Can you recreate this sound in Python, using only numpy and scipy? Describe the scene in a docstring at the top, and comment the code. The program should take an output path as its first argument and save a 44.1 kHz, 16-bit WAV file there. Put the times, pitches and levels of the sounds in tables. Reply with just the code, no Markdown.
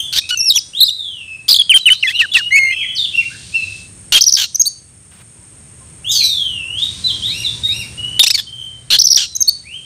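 """A yard: a caged songbird close to a microphone sings whistles, trills, chirps and rasps that overload it.
A second bird sings further off, blurred by echoes. Tonal notes are partials along pitch and level curves;
rasps are pulses and noise through a random throat. Shaped noises make air, buzz, rustle, traffic and road wash;
plain tones make a cricket and a distant engine."""
import sys
import numpy as np
from scipy import signal
from scipy.fft import rfft, irfft
from scipy.io import wavfile
from scipy.ndimage import uniform_filter1d

SR = 44100
rng = np.random.default_rng(int(sys.argv[2]) if len(sys.argv) > 2 else 0)


def pcm_store(signal):
    """Save signal as 16-bit PCM."""
    levels = np.round(np.clip(np.atleast_2d(signal), -1, 1) * 32767)
    wavfile.write(sys.argv[1], SR, levels.astype(np.int16).T)


N = 434367

# All table levels are source levels, ahead of the bird mix gains and record().


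def near_bird():
    """Mostly direct sound, with a faint echo tail."""
    dry = np.zeros(N)
    for row in drops() + slides() + arches() + rasp_tones() + near_phrases():
        add(dry, *note(*row, ramp_s=0.0013, round_s=0.0058, waver_db=2.5))
    for rows in trill_voices():
        add(dry, *note(1, -17, rows, ramp_s=0.0087, round_s=0.0057, waver_db=4.5))
    for row in CHIRPS:
        add(dry, *chirp(*row))
    for row in RASPS:
        add(dry, *rasp(*row))
    # mostly low treble comes back
    band = signal.butter(3, [3600, 9000], "band", fs=SR, output="sos")
    thin = signal.sosfilt(band, dry)
    return gain_of(4.5) * dry + gain_of(-9.5) * yard(thin, t60_s=0.37, first_s=0.0041)


# Loud falling syllables; bend over 1 falls late, under 1 early:
# (time [s], length [s], top [Hz], bottom [Hz], bend [-], level [dB])
DROPS = [(1.587, 0.034, 3557, 3270, 0.46, -6), (1.694, 0.03, 3140, 2490, 2.5, -2.5),
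         (1.856, 0.035, 3054, 2380, 1.94, -2), (2.026, 0.014, 3010, 2380, 1.9, -6),
         (2.19, .031, 3320, 2500, .55, -7), (2.344, 0.031, 3420, 2493, 0.36, -6)]


def drops():
    """Falling syllables that swell in, then fade: (loudest partial, neighbours dB, rows)."""
    return [(1, -34, glide(s, length, top_hz, bottom_hz, db, fade_db=-4, bend=bend,
                           attack_s=0.011, attack_db=-6.5))
            for s, length, top_hz, bottom_hz, bend, db in DROPS]


# Low slides that follow a drop: (time [s], length [s], start [Hz], level [dB])
SLIDES = [(1.723, 0.021, 2500, -10.5), (1.891, 0.015, 2200, -12.5), (2.216, 0.043, 1930, -14.5),
          (2.368, 0.045, 1930, -17.5)]


def slides():
    """Low notes that slide to 0.74 of their start pitch as they fade."""
    return [(1, -25.5, glide(s, length, hz, 0.74 * hz, db, fade_db=-14.5, bend=1.7))
            for s, length, hz, db in SLIDES]


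# Whistles that bend: (time [s], length [s], turn [share of length], loudest partial [-],
# its neighbours [dB], its start [Hz], its turn [Hz], its end [Hz], level [dB])
ARCHES = [(0.304, 0.046, 0.16, 2, -14, 2774, 2937, 2873, -23),
          (0.536, 0.046, 0.57, 1, -13, 3050, 3396, 2260, -19),
          (0.55, 0.045, .5, 1, -20.5, 5420, 5940, 4400, -17),
          (0.893, 0.012, 0.27, 1, -6, 2800, 2920, 2930, -27.5),
          (1.737, 0.04, 0.34, 2, -25.5, 3020, 3188, 3026, -2.5),
          (1.899, 0.036, 0.26, 2, -28, 2834, 3005, 3094, -3.5),
          (4.142, 0.036, 0.56, 2, -23.5, 3095, 3260, 2940, -6),
          (4.655, 0.027, 0.66, 1, -9.5, 3680, 4593, 4420, -12),
          (8.193, 0.029, 0.54, 1, -22.5, 1603, 3724, 3580, -2.5),
          (8.193, 0.0063, .6, 1, -10, 2720, 4380, 5700, -1.5),
          (8.228, 0.015, 0.47, 2, -17, 4010, 5990, 4580, -12),
          (8.239, 0.0094, 0.37, 1, -10, 3650, 3530, 3480, -9),
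          (8.264, 0.022, 0.53, 2, -9, 3630, 5240, 6260, -13),
          (8.302, 0.017, 0.66, 2, -14.5, 3820, 5290, 5240, -9),
          (8.339, 0.022, 0.27, 2, -18, 4190, 4644, 4030, -10.5),
          (8.38, 0.021, .25, 2, -20, 3635, 3510, 3340, -19),
          (8.914, 0.047, .6, 2, -19, 2726, 3468, 2960, -13.5),
          (9.474, 0.023, 0.93, 1, -16, 4100, 4520, 4470, -7)]


def arches():
    """Arched whistles, loudest at the turn."""
    return [(round(loudest), side_db, arch(s, length, turn, *rest))
            for s, length, turn, loudest, side_db, *rest in ARCHES]


def arch(s, length, turn, start_hz, turn_hz, end_hz, db):
    """Rows of a whistle that swells and bends to its turn, then leaves it."""
    start_db, end_db, roundness = -15, -3, 2.2
    u = np.linspace(0, 1, 25)
    turn = np.clip(turn, .05, .95)
    before = np.maximum(1 - u / turn, 0) ** roundness
    after = np.maximum((u - turn) / (1 - turn), 0) ** roundness
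    hz = turn_hz + (start_hz - turn_hz) * before + (end_hz - turn_hz) * after
    return np.transpose([s + u * length, hz, db + start_db * before + end_db * after])


# Nearly steady tones, most inside rasps: (time [s], length [s], start [Hz], end [Hz], level [dB])
RASP_TONES = [(0.349, 0.14, 2692, 2646, -33), (2.068, 0.032, 3365, 3470, -18),
              (2.314, 0.062, 3440, 3430, -20.5), (2.324, 0.066, 3780, 3780, -26.5),
              (2.08, 0.016, 2470, 2700, -10.5), (2.561, 0.029, 2450, 2660, -11),
              (4.126, 0.027, 4425, 4474, -20.5), (8.901, 0.068, 4080, 4245, -17.5)]


def rasp_tones():
    """Nearly steady partials that swell in quickly."""
    return [(1, -28, glide(*row, fade_db=-3, attack_s=0.008, attack_db=-13)) for row in RASP_TONES]


# Free phrases, rows of (time [s], pitch [Hz], level [dB])
NEAR_PHRASES = [
    [(.373, 6200, -20), (.383, 6250, -30.5), (.406, 5370, -17), (.445, 5720, -26), (.494, 5160, -13.5),
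     (.508, 3720, -10.5), (.519, 3880, -21), (.525, 3620, -5)],
    [(.804, 4380, -14), (.813, 3560, -3.5), (.831, 4425, -1.5), (.835, 3700, -1), (.844, 4060, -9.5),
     (.849, 5280, -19), (.856, 4670, -18), (.862, 5700, -25.5), (.869, 3730, -16), (.875, 5360, -20),
     (.882, 3520, -20.5), (.895, 3740, -10.5)],
    [(2.507, 1953, -30), (2.525, 2120, -13), (2.558, 2230, -10.5), (2.6, 2147, -14.5), (2.725, 2101, -20.5),
     (2.742, 2040, -29.5)],
    [(2.041, 2077, -19.5), (2.058, 2072, -13.5), (2.08, 1700, -27.5), (2.1, 1855, -26), (2.117, 2120, -25)],
]


def near_phrases():
    """Whistles through free pitch and level points."""
    return [(1, -21, rows) for rows in NEAR_PHRASES]


# Fast uneven trill, turning points of two simultaneous voices: (time [s], pitch [Hz])
TRILL = [
    [(1.484, 3700), (1.495, 5410), (1.503, 3850), (1.514, 5200), (1.524, 3677), (1.537, 5050),
     (1.548, 2900), (1.559, 4750), (1.567, 2990), (1.577, 4790), (1.584, 2820)],
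    [(1.48, 2917), (1.495, 3854), (1.503, 3210), (1.515, 3890), (1.524, 3340)],
]
TRILL_START_DB, TRILL_FADE_DB_PER_S = (-7.5, -15.5), -67


def trill_voices():
    """Rows of each trill voice; pitch zigzags while the level fades steadily."""
    return [[(s, hz, db + TRILL_FADE_DB_PER_S * (s - points[0][0])) for s, hz in points]
            for points, db in zip(TRILL, TRILL_START_DB)]


# Chirps: (time [s], lead-in length [s], start [Hz], top [Hz], level [dB])
CHIRPS = [(4.207, 0.014, 3423, 6270, 1), (4.238, 0.00062, 5670, 5580, -0.5), (4.264, 0.017, 5550, 5860, -1),
          (4.289, 0.0046, 5330, 5260, -6), (4.306, 0.00039, 5970, 5900, -15),
          (4.322, 0.0013, 6170, 6180, 1), (4.335, 0.0047, 6000, 6010, -2), (4.348, 0.0043, 5270, 5420, -6),
          (4.363, 0.0031, 4870, 4760, -10.5), (4.545, 0.012, 5540, 6340, -10.5),
          (4.595, 0.022, 6370, 6560, -3), (8.985, .016, 3194, 6100, -1.5), (9.014, 0.0038, 5650, 5470, 1),
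          (9.039, 0.017, 5710, 6150, -5.5), (9.067, 0.004, 5120, 5680, -0.5),
          (9.085, 0.0004, 5850, 5370, -8), (9.101, 0.0051, 5570, 5810, -4.5),
          (9.112, 0.0053, 5630, 5810, -0.5), (9.125, 0.0041, 4430, 5530, -1.5),
          (9.144, 0.0019, 5370, 5200, -7), (9.158, 0.0063, 5770, 5810, 4), (9.35, 0.015, 5620, 6620, -13),
          (9.404, 0.02, 6280, 6440, -5.5)]
TUMBLE_S, TUMBLE_RATIO, TUMBLE_DB, LEAD_DB = 0.0075, 0.49, -29, -8.5
GAP_DB, GAP_S, GAP_FULL_LEAD_S = -12.5, 0.0021, 0.012


def chirp(s, lead_s, start_hz, top_hz, db):
    """A lead-in glides to the top pitch, then pitch and level tumble; the breath dips late in a long lead-in."""
    t = np.arange(0, lead_s + TUMBLE_S, 1 / SR)
    lead = np.clip(1 - t / lead_s, 0, 1)
    tumble = np.clip((t - lead_s) / TUMBLE_S, 0, 1)
    hz = top_hz * (1 - (1 - TUMBLE_RATIO) * tumble ** 1.72) + (start_hz - top_hz) * lead ** 2.0
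    gap_depth = min(lead_s / GAP_FULL_LEAD_S, 1) ** 2
    gap = gap_depth * np.exp(-((t - 0.68 * lead_s) / GAP_S) ** 2)
    hz = hz * (1 - 0.037 * gap) * (1 + 0.004 * waver(len(t), 0.0006))
    level = gain_of(db + LEAD_DB * lead + GAP_DB * gap + TUMBLE_DB * tumble ** 2)
    return s, level * voice(hz, 1, -21.5, -7) * edges(len(t), 0.0033)


# Spectrum of the rasps: (frequency [Hz], relative level [dB per Hz])
RASP_COLOUR = [(290, -59.5), (850, -15.5), (1500, -17), (2290, -7), (3750, 5), (5090, -3), (16000, -26)]
# Harsh rasps: (time [s], length [s], level [dB], level change over the rasp [dB],
# mean pulse rate at start [Hz], at end [Hz])
RASPS = [(0.126, 0.075, -26, 19.5, 1402, 1840), (0.29, 0.025, -25.5, 19, 1374, 1230),
         (1.481, 0.066, -23, 6, 1598, 1220), (1.761, 0.041, -19.5, -9, 1487, 1200),
         (1.919, 0.04, -22.5, -1.5, 1506, 1230), (2.076, 0.068, -25, -11.5, 1670, 1530),
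         (2.194, 0.045, -20.5, -10.5, 1509, 1350), (2.337, 0.071, -24, 2, 1576, 980),
         (4.1218, 0.076, -12, 2.5, 1489, 1380), (4.37, 0.097, -15.5, -6.5, 1580, 1390),
         (8.23, 0.021, -8, 12, 2670, 2700), (8.263, 0.027, -10, -3, 1880, 3300),
         (8.302, 0.021, -9.5, -15, 2000, 2800), (8.347, 0.037, -15.5, -43.5, 2280, 1840),
         (8.376, 0.041, -21.5, 4, 1780, 1650), (8.903, 0.072, -14, 5, 1398, 1600),
         (9.173, 0.1, -14.5, -11, 1603, 1380)]


def rasp(s, length, db, fade_db, start_hz, end_hz):
    """Chaotic flutter of the syrinx: badly timed pulses and breath noise, in quick uneven puffs."""
    size = round(length * SR)
    jitter = 1 + .06 * waver(size, .001) + .04 * waver(size, .01)
    turns = np.cumsum(np.linspace(start_hz, end_hz, size) * jitter) / SR
    pulses = np.diff(np.floor(turns), prepend=0) * gain_of(3 * waver(size, .0004))
    # one random, decaying throat response for each rasp
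    throat = rng.standard_normal(36) * gain_of(np.linspace(0, -26, 36))
    pulses = np.convolve(pulses, throat / np.linalg.norm(throat))[:size]
    drive = shaped(5 * pulses + .4 * rng.standard_normal(size), RASP_COLOUR)
    puffs = gain_of(1.2 * waver(size, .001) + 2 * waver(size, .005))
    puffs = puffs / np.sqrt(np.mean(puffs ** 2))
    release_s = 0.023
    puffs = puffs * np.minimum(np.arange(size)[::-1] / SR / release_s, 1)
    level = gain_of(db + fade_db * np.linspace(0, 1, size) ** 2)
    return s, drive * puffs * level * edges(size, 0.00099)


def far_bird():
    """Direct sound and echoes are of like strength, so glides waver and smear."""
    dry = np.zeros(N)
    for side_db, rows in rises() + hoops() + glides() + far_phrases():
        add(dry, *note(1, side_db, rows, ramp_s=0.004, round_s=.014, waver_db=3, flutter=.004))
    for rows in hoarse_tones():
        add(dry, *note(1, -15.5, rows, ramp_s=0.004, round_s=0.0018, waver_db=2.5, flutter=0.0372))
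    return gain_of(-2.0) * dry + gain_of(-2.0) * yard(dry, t60_s=0.4, first_s=0.0023)


# Swelling upsweeps: (time [s], length [s], start [Hz], end [Hz], level [dB])
RISES = [(0.731, 0.068, 2580, 4050, -19), (2.121, 0.061, 2430, 3040, -12.5),
         (6.042, 0.089, 2572, 3963, -18.5)]


def rises():
    """Upsweeps that climb early and swell in: (overtone dB, rows)."""
    return [(-28, glide(*row, bend=0.64, attack_s=0.042, attack_db=-16.5)) for row in RISES]


# Outline of a hoop: (time [share of length], pitch [share of top], level [dB])
HOOP = [(0, .66, -23), (.42, .93, -3.5), (.58, 1, -4), (.8, .985, -2), (1, .74, -18.5)]
# Low hoops: (time [s], length [s], top [Hz], level added to the outline [dB])
HOOPS = [(7.272, 0.175, 2840, -29.5), (7.653, 0.19, 2826, -28.5)]


def hoops():
    """Notes that rise and fall along one shared outline."""
    return [(-9, np.multiply(HOOP, (length, top_hz, 1)) + (s, 0, db)) for s, length, top_hz, db in HOOPS]


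# Plain glides: (time [s], length [s], start [Hz], end [Hz], level [dB], level change [dB])
GLIDES = [(0.021, 0.107, 3537, 3313, -30, -8.5), (0.214, 0.05, 2466, 2630, -33, 2),
          (2.39, .11, 2832, 2912, -20.5, -2), (2.637, 0.089, 2530, 3000, -34, 9),
          (2.723, 0.34, 3190, 3416, -23, -15.5), (2.76, 0.3, 3023, 3105, -24, -5),
          (3.201, 0.036, 2590, 1990, -17, -23.5), (3.301, 0.059, 1400, 1820, -40, -4.5),
          (7.707, 0.028, 3720, 4250, -24.5, -8), (7.435, 0.047, 4230, 3397, -27, 10),
          (7.634, 0.063, 3729, 3784, -15, -3), (2.146, 0.03, 4210, 3590, -23, 1.5),
          (3.553, 0.13, 4230, 3880, -41, -5), (7.975, 0.33, 2884, 3042, -28, -1),
          (9.272, 0.23, 4150, 3700, -37.5, 2.5)]


def glides():
    """One-way glides that move slightly early."""
    return [(-32, glide(*row, bend=0.89, attack_s=0.026, attack_db=-1)) for row in GLIDES]


# Free phrases, rows of (time [s], pitch [Hz], level [dB])
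FAR_PHRASES = [
    [(.905, 3755, -2.5), (.93, 4080, -30.5), (.992, 3720, -20.5), (1.227, 2643, -31), (1.364, 2591, -27),
     (1.47, 2470, -84.5)],
    [(1.8, 4000, -30), (1.91, 3634, -21.5), (1.99, 4270, -32), (2.025, 5700, -39.5), (2.07, 5100, -36.5)],
    [(2.95, 6500, -33), (2.965, 4720, -22.5), (2.99, 3690, -16.5), (3.05, 3430, -20), (3.062, 2660, -22)],
    [(3.125, 2520, -35), (3.15, 2778, -15), (3.195, 2710, -16.5)],
    [(6.15, 4610, -17), (6.221, 4100, -15.5), (6.32, 3690, -20), (6.436, 3207, -23), (6.627, 2634, -32),
     (6.749, 2986, -29), (6.846, 3817, -19), (6.87, 3510, -52)],
    [(8.465, 3123, -30.5), (8.634, 3122, -22), (8.762, 3075, -47), (8.9, 3105, -53)],
    [(3.525, 2490, -37.5), (3.548, 2718, -17.5), (3.565, 2700, -16.5), (3.635, 2574, -31.5),
     (3.74, 2646, -34)],
    [(7.038, 3976, -27), (7.065, 4056, -18), (7.115, 3060, -21)],
    [(7.222, 3000, -24.5), (7.262, 3802, -21), (7.288, 3760, -18), (7.312, 4340, -27)],
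    [(2.7, 2390, -25.5), (2.74, 2704, -19.5), (2.8, 2585, -26), (2.855, 1934, -28.5)],
    [(9.635, 1890, -49), (9.669, 2400, -36.5), (9.762, 3190, -27), (9.84, 3020, -63)],
]


def far_phrases():
    """Whistles through free pitch and level points."""
    return [(-31, rows) for rows in FAR_PHRASES]


# Hoarse tones: (time [s], length [s], start [Hz], end [Hz], level [dB])
HOARSE = [(0., 0.011, 3280, 3070, -19), (6.089, 0.049, 6680, 7630, -29), (6.105, 0.072, 6270, 6250, -23),
          (6.114, 0.065, 5120, 4780, -25), (6.122, 0.057, 3486, 3234, -24.5), (6.2, 0.025, 2990, 2250, -27),
          (6.23, 0.033, 5800, 5830, -23.5), (6.23, .04, 4480, 3890, -18)]


def hoarse_tones():
    """Rows of short glides, to be played with a strong pitch flutter."""
    return [glide(*row) for row in HOARSE]


def yard(x, t60_s, first_s):
    """Sparse echoes of random sign dying away; energy 1."""
    at = np.arange(round(first_s * SR), SR // 2, 20)
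    at = at + rng.integers(0, 20, len(at))
    taps = np.zeros(SR // 2 + 20)
    taps[at] = rng.choice([-1., 1.], len(at)) * gain_of(-60 * at / SR / t60_s)
    return signal.fftconvolve(x, taps / np.linalg.norm(taps))[:N]


# Spectrum of the buzz: (frequency [Hz], relative level [dB per Hz])
BUZZ_COLOUR = [(600, -45.5), (1000, -22.5), (3900, 3.5), (8780, -6), (14000, -34)]
# Level of the buzz: (time [s], level [dB])
BUZZ_DB = [(2.95, -56), (3.2, -39.5), (3.8, -43), (3.95, -64.5), (6.76, -73), (6.79, -39.5), (7.55, -40),
           (7.9, -48), (8.2, -54)]


def buzz():
    """Wide shaped noise that comes and goes."""
    return curve(BUZZ_DB) * noise(BUZZ_COLOUR, N)


CRICKET_HZ, CRICKET_PEAK_DB, CRICKET_THROBS_PER_S = 5420, -56, 38


def cricket():
    """A narrow tone gated by half-sine throbs, with a wavering level."""
    t = np.arange(N) / SR
    throb = np.maximum(np.sin(2 * np.pi * CRICKET_THROBS_PER_S * t), 0)
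    level = gain_of(CRICKET_PEAK_DB + 2 * waver(N, 0.046))
    return level * throb * np.sin(2 * np.pi * CRICKET_HZ * t)


RUSTLE_S, RUSTLE_LENGTH_S, RUSTLE_DB = 5.11, .12, -49


def rustle():
    """A soft low puff of shaped noise as the bird hops."""
    size, out = round(RUSTLE_LENGTH_S * SR), np.zeros(N)
    puff = noise([(700, -27.5), (2500, -21.5), (8000, -40.0)], size)
    level = gain_of(RUSTLE_DB + 2.1 * waver(size, 0.024))
    add(out, RUSTLE_S, level * puff * edges(size, 0.011))
    return out


# Spectrum of insects and leaves: (frequency [Hz], relative level [dB per Hz])
AIR_COLOUR = [(200, -29.5), (300, -12), (1000, -23.5), (2500, -23.5), (4500, -24), (5900, -21.5),
              (6550, -10), (7350, -15.5), (8750, 4), (10500, -26), (16000, -44.5)]


def air():
    """Steady shaped noise of insects and leaves."""
    return gain_of(-45) * noise(AIR_COLOUR, N)


# Spectrum of the traffic: (frequency [Hz], relative level [dB per Hz])
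TRAFFIC_COLOUR = [(15, -41), (70, 0), (100, 2), (150, -3.5), (600, -26), (1100, -61)]
# Level of the traffic: (time [s], level [dB])
TRAFFIC_DB = [(0, -50), (2.5, -45), (3.8, -45.5), (4.7, -48.5), (6, -45.5), (7.6, -39.5), (9.85, -47)]


def traffic():
    """Low shaped noise that swells and sinks."""
    return curve(TRAFFIC_DB) * noise(TRAFFIC_COLOUR, N)


# Spectrum of the road wash: (frequency [Hz], relative level [dB per Hz])
WASH_COLOUR = [(200, -19), (350, -4), (1000, -7.5), (2500, -6.5), (5000, -17), (7000, -44)]
# Level of the road wash: (time [s], level [dB])
WASH_DB = [(0, -58), (2.6, -51), (3.6, -58.5), (4.8, -58.5), (7.6, -52), (8.7, -51.5), (9.85, -57.5)]


def road_wash():
    """Broad shaped noise from the road."""
    return curve(WASH_DB) * noise(WASH_COLOUR, N)


# Engine whine: (time [s], pitch [Hz], level [dB])
WHINE = [(5.3, 930, -68.5), (5.7, 1052, -75.5), (7.3, 1046, -66.5), (7.9, 893, -67)]
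# Engine drone: (time [s], pitch [Hz], level [dB])
DRONE = [(5.8, 105, -61), (7.2, 111.7, -48), (8.9, 123.6, -43.5), (9.4, 122.7, -64)]


def engine():
    """A distant engine: a strongly wavering whine and a steadier drone."""
    return engine_tone(WHINE, waver_db=7.2) + engine_tone(DRONE, waver_db=0.5)


def engine_tone(rows, waver_db):
    """A faint sine along pitch and level curves, with a wavering level."""
    s, hz, db = np.transpose(rows)
    t, out = np.arange(s[0], s[-1], 1 / SR), np.zeros(N)
    tone = np.sqrt(2) * np.sin(2 * np.pi * np.cumsum(np.interp(t, s, hz)) / SR)
    level = gain_of(np.interp(t, s, db) + waver_db * waver(len(t), 0.029))
    add(out, s[0], level * tone * edges(len(t), 0.16))
    return out


def glide(s, length, start_hz, end_hz, db, fade_db=0, bend=1, attack_s=.001, attack_db=0):
    """Rows (time s, pitch Hz, level dB) of a one-way glide with an attack and a level slope."""
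    u = np.linspace(0, 1, 17)
    level_db = db + fade_db * u + attack_db * np.maximum(1 - u * length / attack_s, 0)
    hz = start_hz + (end_hz - start_hz) * u ** max(bend, .1)
    return np.transpose([s + u * length, hz, level_db])


def note(loudest, side_db, rows, ramp_s, round_s, waver_db, flutter=0.005):
    """One whistle along a rounded pitch curve and a level curve, both slightly unsteady."""
    s, hz, db = np.transpose(rows)
    t = np.arange(s[0], s[-1], 1 / SR)
    pitch_hz = uniform_filter1d(np.interp(t, s, hz), round(round_s * SR), mode="nearest")
    pitch_hz = pitch_hz * (1 + flutter * waver(len(t), 0.0013))
    level = gain_of(np.interp(t, s, db) + waver_db * waver(len(t), 0.0037))
    return s[0], level * voice(pitch_hz, loudest, side_db, slope_db=-5.5) * edges(len(t), ramp_s)


def voice(hz, loudest, side_db, slope_db):
    """Partials of the syrinx; hz is the loudest one, the others fall away on both sides of it."""
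    phase = 2 * np.pi * np.cumsum(hz / loudest) / SR
    out = np.sin(loudest * phase)
    for k in range(1, 6 * loudest + 1):
        away = abs(k - loudest)
        if away:
            below_limit = k * hz / loudest < SR / 2.2
            out += gain_of(side_db + slope_db * (away - 1.5)) * np.sin(k * phase) * below_limit
    return np.sqrt(2) * out


def waver(size, span_s):
    """Smoothed noise of rms about 1 that changes over span_s."""
    span = round(span_s * SR)
    smooth = uniform_filter1d(uniform_filter1d(rng.standard_normal(size), span), span)
    return smooth * np.sqrt(1.5 * span)


def shaped(x, colour):
    """Filters x by (Hz, dB) points on a log frequency axis and sets rms 1."""
    f, db = np.transpose(colour)
    hz = np.fft.rfftfreq(len(x), 1 / SR)
    x = irfft(rfft(x) * gain_of(np.interp(np.log(hz + 1), np.log(f), db)), len(x))
    return x / np.sqrt(np.mean(x ** 2))


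def noise(colour, size):
    """Noise of rms 1 with the given spectrum."""
    return shaped(rng.standard_normal(size), colour)


def curve(rows):
    """A level curve as gain for every sample."""
    s, db = np.transpose(rows)
    return gain_of(np.interp(np.arange(N) / SR, s, db))


def edges(size, ramp_s):
    """Soft start and end."""
    return signal.windows.tukey(size, min(1, 2 * ramp_s * SR / size))


def gain_of(db):
    """Decibels to amplitude."""
    return 10 ** (np.asarray(db) / 20)


def add(mix, s, sound):
    """Mixes a sound in at time s."""
    part = mix[round(s * SR):][:len(sound)]
    part += sound[:len(part)]


def scene():
    """Both birds over the background."""
    background = buzz() + cricket() + rustle() + air() + traffic() + road_wash() + engine()
    return (near_bird() + far_bird() + background)[None]


def record(dry):
    """Gain control ducks at loud notes and recovers slowly, peaks flatten at a ceiling, then the band limit."""
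    power_db = 10 * np.log10(abs(uniform_filter1d(dry[0] ** 2, 400)) + 1e-12)
    fall_db = np.arange(N) * 9.8 / SR  # the held level falls 9.8 dB/s
    held_db = np.maximum.accumulate(power_db + fall_db) - fall_db
    over_db = np.maximum(held_db + 15.5, 0)
    x = dry * gain_of(4.5 - 0.4 * uniform_filter1d(over_db, 400))
    x = x + 0.05 * x ** 2  # lopsided overload: even overtones and low thumps
    ceiling, knee = .73, 8.0
    x = x / (1 + abs(x / ceiling) ** knee) ** (1 / knee)
    lowpass = signal.firwin(511, 15600, window=("kaiser", 9), fs=SR)
    return signal.oaconvolve(x, lowpass[None], "same")


dry = scene()
out = record(dry)
pcm_store(out)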